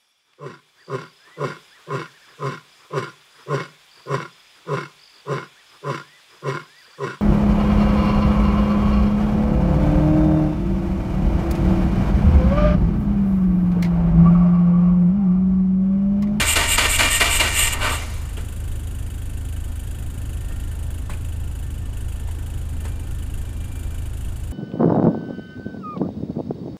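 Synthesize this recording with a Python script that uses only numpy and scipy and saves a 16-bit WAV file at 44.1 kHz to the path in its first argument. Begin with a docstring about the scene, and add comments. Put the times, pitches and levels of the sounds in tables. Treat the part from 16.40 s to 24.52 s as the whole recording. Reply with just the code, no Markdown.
"""A light aircraft fails to start

Close by, under a shade canopy, one microphone hears a piston engine cranked on its starter. The gears
rasp up each compression and clatter as it lets go. The crank stalls, the starter is released and the
propeller rocks back; the engine never fires. Out on the open ramp another engine idles and ticks
throughout, over a low rumble. There are a few knocks from the cabin and faint squeals far off."""
import sys
import numpy as np
from scipy import signal
from scipy.fft import rfft, irfft
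from scipy.io import wavfile
from scipy.ndimage import uniform_filter1d

SR = 44100
rng = np.random.default_rng(int(sys.argv[2]) if len(sys.argv) > 2 else 0)


def to_wav(s):
    """Save 16-bit WAV."""
    ch = np.atleast_2d(s).T  # columns
    pcm = np.round(np.clip(ch, -1, 1) * 32767)  # PCM
    wavfile.write(sys.argv[1], SR, pcm.astype(np.int16))


N = 358091
T = np.arange(N) / SR
HZ = np.fft.rfftfreq(8192, 1 / SR)
RELEASE_S, UNMESH_S = 1.315, 1.57  # the current is cut; the pinion leaves the ring gear

# Pistons topping their compressions. Each row: time in seconds, clatter in dB, whine on the way up in dB.
COMPRESSIONS = [(-.05, -11.5, -46), (.153, -12.5, -42), (.373, -12, -47), (.584, -12.5, -50),
                (.797, -13.5, -26), (.994, -14.5, -40)]
# The compression that stalls the crank: start and end in seconds, rasp in dB, whine in dB.
STALL = (1.1278, 1.3016, -18, -30)
# The gears snatch once going into the stall: start and end in seconds.
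JOLT = (1.188, 1.201)
# Teeth scraping as the crank runs backwards. Each row: start and end in seconds, rasp in dB.
BACK_SCRAPES = [(1.321, 1.348, -22), (1.48, 1.59, -30)]
# Spectra of the teeth meshing and rasping. Each row: frequency in Hz, relative level in dB.
MESH_SPECTRUM = [(120, -22), (300, 4), (1200, 2.5), (2300, 3.5), (3200, 1.5), (5500, -1.5), (8000, -1),
                 (12000, -12), (15000, -15)]
RASP_SPECTRUM = [(150, -7.5), (600, -11.5), (1500, -10), (2800, 3.5), (4000, -2.5), (6300, -15),
                 (7100, 0.5), (8700, 2.5), (9400, -6.5), (11400, -10.5), (12050, -3), (12700, -14),
                 (15000, -39)]


def starter(teeth_per_s=463, surge=.075, sag=.02, wobble=.018, squeeze_s=.102, rasp_db=-18.5,
            mesh_db=-30, pinion_db=-44.5, jolt_db=6):
    """Close by, gear teeth strike in turn; they slow, rasp and whine under load, then race as it lets go."""
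    squeezes = [(top - squeeze_s, top, rasp_db, db) for top, _, db in COMPRESSIONS] + [STALL]
    strain = sum(arch(start, end) ** .8 for start, end, _, _ in squeezes)
    relief = sum(blow(top, rise=.012, fall=.06) for top, _, _ in COMPRESSIONS)
    speed = decay(UNMESH_S, fall=.38) * (1 + surge * relief - sag * strain + wobble * drift(30))
    teeth = np.cumsum(teeth_per_s * speed) / SR
    tooth_size = gain_of(2.6 * drift(320))
    strikes = np.diff(np.floor(teeth), prepend=0) * tooth_size * np.sqrt(SR / teeth_per_s)
    strikes = colour(strikes, spectrum([(900, -9), (1400, -6), (1900, 1), (15000, 2)]))  # small hard teeth
    contact = 1 + .45 * np.cos(2 * np.pi * teeth)
    grit = contact * rattle(5000, spread_db=4.6)
    driven = gain_of(mesh_db + strain) * decay(RELEASE_S, fall=.027)  # 1 dB louder at full strain
    coasting = gain_of(pinion_db) * blow(RELEASE_S, rise=UNMESH_S - RELEASE_S, fall=.32)
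    mesh = colour((strikes + grit) * (driven + coasting), housing() * spectrum(MESH_SPECTRUM))
    load = sum(gain_of(db) * arch(start, end) ** .8 for start, end, db, *_ in squeezes + BACK_SCRAPES)
    load *= gain_of(jolt_db * arch(*JOLT))
    scrape = unit_rms(contact * rattle(7000, spread_db=2.1) * gain_of(1.14 * drift(88)))
    rasp = colour(load * scrape, housing() * spectrum(RASP_SPECTRUM))
    whine_level = sum(gain_of(db) * arch(start, end) ** .5 for start, end, _, db in squeezes)
    whine = whine_level * np.sqrt(2) * np.sin(2 * np.pi * 4 * teeth)  # fourth harmonic of the tooth rate
    return mesh + rasp + whine


# The crank falling back into the slack of the gears. Each row: start in seconds, level in dB,
# rise and fall time constant in seconds, tilt in dB at treble_hz.
RECOILS = [(1.325, -28.5, 0.017, 0.071, -10), (1.392, -21, 0.057, 0.091, -3.5)]
# Spectrum of the blows on the housing. 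Each row: frequency in Hz, relative level in dB.
CLATTER_SPECTRUM = [(100, -53), (230, 6), (500, 5.5), (1100, 3.5), (2500, 8), (4500, 6.5), (5800, -2.5),
                    (8000, -0.5), (11000, -4), (15000, -17.5)]


def gear_clatter(crack_db=-20.5, rise_s=.013, fall_s=.052, tilt_db=-2, treble_hz=2200, rebound=.17):
    """Past each top, trapped air throws the crank forward: the slack gears crack, clatter and rebound."""
    impacts = unit_rms(rattle(6000, spread_db=.97) * gain_of(1.4 * drift(59)))
    treble = HZ ** 2 / (HZ ** 2 + treble_hz ** 2)
    metal = housing() * spectrum(CLATTER_SPECTRUM)
    # the first teeth to meet strike hard and bright
    cracks = gain_of(crack_db) * sum(blow(top, rise=.0061, fall=.015) for top, _, _ in COMPRESSIONS)
    out = colour(cracks * rattle(6000, spread_db=1), metal * treble)
    throws = [(top, db, rise_s, fall_s, tilt_db) for top, db, _ in COMPRESSIONS]
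    for start, db, rise, fall, tilt in throws + RECOILS:
        force = blow(start, rise, fall) + rebound * arch(start + .038, start + .12)
        out += colour(impacts * gain_of(db) * force, metal * gain_of(2 * tilt * treble))
    return out


# The propeller rocking back: start and end in seconds, resonance and half-width in Hz, level in dB.
GROAN = (1.38, 1.5745, 1150, 450, -25.5)


def gear_groan():
    """The gears drag backwards through one broad resonance of the housing."""
    start, end, hz, width, db = GROAN
    drag = rattle(4000, spread_db=1.65) * arch(start, end) ** .99 * gain_of(db)
    return colour(drag, housing() * resonance(hz, width))


# The motor coasting: a time in seconds, commutator bars per second then, slowing time constant in seconds.
COAST = (1.66, 780, .31)
# Whine of its brushes. Each row: multiple of the bar rate, relative level in dB.
BRUSH_HARMONICS = [(2, -7), (3, -8), (4, -8), (6, -2), (7, 0), (8, -2), (10, -6)]
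# Spectrum of the brushes. Each row: frequency in Hz, relative level in dB.
BRUSH_SPECTRUM = [(300, -3), (1200, 12), (2500, -9), (3500, 2), (4500, 1), (5800, 0), (6800, 2), (8000, -9),
                  (10000, -1), (15000, -22)]


def starter_rundown(level_db=-37.5, slows_from_s=1.45):
    """Released, the starter motor coasts; its brushes hiss and their rough whine falls away."""
    at_s, bars_per_s, slowing_s = COAST
    bars = np.cumsum(bars_per_s * np.exp(-(np.maximum(T, slows_from_s) - at_s) / slowing_s)) / SR
    whine = sum(gain_of(db) * np.sin(2 * np.pi * k * bars + 1.1 * drift(90)) for k, db in BRUSH_HARMONICS)
    friction = unit_rms(.38 * unit_rms(whine) + rng.standard_normal(N))
    level = gain_of(level_db) * blow(RELEASE_S, rise=.23, fall=.18)
    return colour(friction * level, spectrum(BRUSH_SPECTRUM))


# Resonances of the crankcase and starter housing. Each row: frequency in Hz, width in Hz, lift in dB.
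HOUSING_MODES = [(246, 53, 3), (614.5, 22, 10.5), (686, 26, 9), (923, 38, 10), (1000, 150, 6),
                 (1176, 72, 11.5), (1254, 85, 5.5), (1360, 210, 5.5), (1531, 41, 10), (1816, 19, 13),
                 (1923, 68, 11), (2080, 61, 12.5), (2293, 97, 11.5), (2380, 52, 13.5), (2826, 160, 11.5),
                 (3150, 58, 4.5), (3510, 110, 4.5), (4320, 140, 1), (4500, 120, -5.5), (5070, 70, 5),
                 (7150, 970, 7.5), (8470, 750, 8), (10040, 180, 9), (12010, 620, 8.5)]


def housing():
    """Gain of the engine's metal over HZ: modes with a positive lift stand on a flat base."""
    peaks = sum((gain_of(db) ** 2 - 1).clip(0) / (1 + (2 * (HZ - hz) / width) ** 2) ** 1.62
                for hz, width, db in HOUSING_MODES)
    return np.sqrt(1 + peaks)


# Knocks about the cabin. Each row: start in seconds, level in dB, the rattle's fall time constant
# in seconds, pitch of the clack in Hz.
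KNOCKS = [(1.631, -37, 0.0085, 2160), (1.969, -35, 0.038, 3000), (4.107, -43.5, 0.02, 1380),
          (4.695, -33, 0.031, 1070), (4.736, -43, 0.012, 2500), (5.884, -39, 0.01, 970),
          (6.449, -33.5, 0.019, 1060)]
# Spectrum of the rattling panel. Each row: frequency in Hz, relative level in dB.
PANEL_SPECTRUM = [(150, 11.5), (400, 11.5), (1000, 2.5), (1700, 5), (2600, 0.5), (4200, -6), (6000, -14),
                  (8000, -3), (15000, -20)]


def cabin_knocks():
    """From the near aircraft, each knock is a short pitched clack and a brief rattle of the panel."""
    out = np.zeros(N)
    for start, db, fall, hz in KNOCKS:
        noise = gain_of(db) * rng.standard_normal(N)
        out += colour(noise * blow(start, rise=.0058, fall=fall), spectrum(PANEL_SPECTRUM))
        out += colour(noise * blow(start, rise=.00058, fall=.0072), resonance(hz, half_width_hz=260))
    return out


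def canopy(direct, wet_db=-20, t60_s=.39, dull_hz=3500, echoes_per_s=2000):
    """Weak, dull echoes off canopy, wing and concrete follow the direct sound to the microphone."""
    t = T[:SR]
    taps = rng.standard_normal(SR) * (rng.random(SR) < echoes_per_s / SR)
    taps *= (t > .008) * gain_of(-60 * t / t60_s)
    echoes = signal.oaconvolve(direct, taps / np.linalg.norm(taps))[:N]
    return direct + gain_of(wet_db) * colour(echoes, 1 / np.sqrt(1 + (HZ / dull_hz) ** 2))


# Speed of the other engine. Each row: time in seconds, firings per second.
IDLE_SPEED = [(2.0, 25.861), (6.0, 26.417), (6.8, 26.121), (7.2, 26.465)]
# Its exhaust note. Each row: multiple of the firing rate, level in dB.
EXHAUST_HARMONICS = [(2, -32), (3, -31), (4, -37), (5, -50), (6, -67), (8, -63.5), (10, -53)]
# Tones of its block. Each row: frequency in Hz, level in dB.
BLOCK_TONES = [(1405, -63.5), (1534, -64.5), (1647, -67.5), (1782, -60.5)]


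def idling_engine():
    """Out on the ramp, each firing gives an exhaust throb and a tick; faint block tones flicker."""
    firings = np.cumsum(np.interp(T, *np.transpose(IDLE_SPEED))) / SR
    exhaust = np.zeros(N)
    for k, db in EXHAUST_HARMONICS:
        level = gain_of(db + 1.06 * drift(2.4)) * np.sqrt(2)
        exhaust += level * np.sin(2 * np.pi * (k * firings + rng.random()) + .098 * drift(5))
    ticking = valve_gear(firings + .157)  # the ticks fall at a set point within each firing cycle
    block = np.zeros(N)
    for hz, db in BLOCK_TONES:
        phase = 2 * np.pi * hz * T
        block += gain_of(db) * (drift(12) * np.cos(phase) + drift(15) * np.sin(phase)) / np.sqrt(2)
    return exhaust + ticking + block


# The ticks grow softer and less even. Each row: time in seconds, level in dB, tick-to-tick scatter in dB.
TICK_LEVELS = [(3.6, -42, 1.1), (5.2, -44, 2.5)]
# Spectrum of the ticks. 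Each row: frequency in Hz, relative level in dB.
TICK_SPECTRUM = [(700, -36), (1500, 1), (2200, -5.5), (2900, 1.5), (3400, -2), (4100, -19), (4700, -4.5),
                 (5400, -23), (6400, -5.5), (7000, -2.5), (9300, -0.5), (11200, -2.5), (12000, -3.5),
                 (14100, -5.5), (15200, -9.5)]
# Ringing valve gear. Each row: frequency and half-width in Hz, level in dB, cylinder 0 or 1.
VALVE_MODES = [(2950, 55, -61, 0), (2780, 65, -64, 1), (2940, 55, -67, 1)]


def valve_gear(firings, rise_cycles=.13, mode_scatter_db=3.2):
    """A valve snaps shut at each firing, rattles briefly and rings; alternate cylinders ring differently."""
    count, age = np.divmod(firings, 1)
    count = count.astype(int)
    times, tick_db, scatter_db = np.transpose(TICK_LEVELS)
    chance = np.minimum(rng.standard_normal(N), 1)[count]  # one draw for each tick
    size = gain_of(np.interp(T, times, scatter_db) * chance)
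    past_peak = np.maximum(age - rise_cycles, 0)
    dying = .89 * np.exp(-past_peak / .45) + .18 * np.exp(-past_peak / .29)
    stroke = np.minimum(age / rise_cycles, 1) * dying
    ripple = unit_rms(uniform_filter1d(rng.standard_normal(len(HZ)), size=30))  # many small resonances
    metal = spectrum(TICK_SPECTRUM) * gain_of(mode_scatter_db * ripple)
    ticks = colour(size * stroke * rattle(9000, spread_db=3.3), metal)
    seating = size * np.diff(count, prepend=0) * gain_of(2 * drift(10))  # now hard, now soft
    rings = sum(gain_of(db) * unit_rms(colour(seating * (count % 2 == cylinder), resonance(hz, width)))
                for hz, width, db, cylinder in VALVE_MODES)
    return gain_of(np.interp(T, times, tick_db)) * ticks + rings


# Rumble of the open ramp. Each row: frequency in Hz, relative level in dB.
RAMP_SPECTRUM = [(6, -19.5), (15, 6.5), (45, -3), (70, -5.5), (120, -6.5), (170, -16), (280, -19),
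                 (450, -27), (900, -32.5), (1800, -40.5), (3500, -43.5), (5400, -48.5), (8000, -45.5),
                 (15000, -71)]


def ramp_air(rumble_db=-30.5, wash_db=-29):
    """The airfield rumbles all around; the near propeller adds soft buffets of air until it stops."""
    rumble = unit_rms(colour(rng.standard_normal(N), spectrum(RAMP_SPECTRUM)))
    rumble *= gain_of(rumble_db + .33 * drift(.61))
    wash = spectrum([(8, 1.5), (25, 7.5), (60, -3.5), (130, -12), (300, -39), (2000, -106)])
    buffets = unit_rms(colour(rng.standard_normal(N), wash))
    turning = np.interp(T, [1.35, 1.7], [1, 0])
    return rumble + gain_of(wash_db) * buffets * turning


# Faint squeals. Each row: start and end in seconds, pitch in Hz, level in dB.
SQUEALS = [(3.7, 4.453, 1390, -60.5), (3.9, 4.3, 1840, -58), (6.25, 6.752, 2380, -56.5),
           (6.938, 7.7, 2376, -57), (7.283, 7.43, 2376, -54)]


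def distant_squeals():
    """Far from the microphone, thin tones swell, waver and fade."""
    flutter = gain_of(3.8 * drift(33))
    wavering_time = np.cumsum(1 + .0017 * drift(15.3)) / SR
    return flutter * sum(gain_of(db) * arch(start, end) * np.sin(2 * np.pi * hz * wavering_time)
                         for start, end, hz, db in SQUEALS)


def gain_of(db):
    """Decibels to amplitude."""
    return 10 ** (np.asarray(db) / 20)


def unit_rms(x):
    """Scales to rms 1."""
    return x / np.sqrt(np.mean(x ** 2) + 1e-20)


def spectrum(points):
    """Gain over HZ through (Hz, dB) points."""
    hz, db = np.transpose(points)
    return gain_of(np.interp(np.log(HZ + 1), np.log(hz + 1), db))


def resonance(hz, half_width_hz):
    """Gain over HZ of a single peak."""
    return 1 / (1 + ((HZ - hz) / half_width_hz) ** 2)


def colour(x, gain):
    """Causal filter of unit energy, shaped by a gain over HZ: it rings after each blow."""
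    cepstrum = irfft(np.log(gain + 1e-6))
    half = len(cepstrum) // 2
    cepstrum[1:half] *= 2
    cepstrum[half + 1:] = 0
    ring = irfft(np.exp(rfft(cepstrum)))[:half]
    return signal.oaconvolve(x, ring / np.linalg.norm(ring))[:N]


def drift(rate_hz):
    """Random wander up to about rate_hz, rms 1."""
    hz = np.fft.rfftfreq(N, 1 / SR)
    return unit_rms(irfft(rfft(rng.standard_normal(N)) * np.exp(-(hz / rate_hz) ** 2), N))


def rattle(per_s, spread_db):
    """Dense small impacts of uneven size, rms 1."""
    size = gain_of(spread_db * np.clip(rng.standard_normal(N), -2, 2)) * rng.choice([-1, 1], N)
    return unit_rms(size * (rng.random(N) < per_s / SR))


def decay(start, fall):
    """Holds at 1 until start, then dies with time constant fall, in seconds."""
    return np.exp(-np.maximum(T - start, 0) / fall)


def blow(start, rise, fall):
    """An envelope that climbs for rise seconds and then dies away."""
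    return np.clip((T - start) / rise, 0, 1) * decay(start + rise, fall)


def arch(start, end):
    """Half a sine between two times."""
    return np.sin(np.pi * np.clip((T - start) / (end - start), 0, 1)).clip(0)


def scene():
    """The cranking aircraft close by under its canopy, with the open ramp behind it, in mono."""
    aircraft = starter() + gear_clatter() + gear_groan() + starter_rundown() + cabin_knocks()
    return (canopy(aircraft) + idling_engine() + ramp_air() + distant_squeals())[None]


def record(dry, edge_hz=15350):
    """The microphone's channel cuts off steeply in the top treble."""
    lowpass = signal.firwin(701, edge_hz, window=("kaiser", 9), fs=SR)
    return signal.oaconvolve(dry, lowpass[None], "same")


dry = scene()
out = record(dry)
to_wav(out)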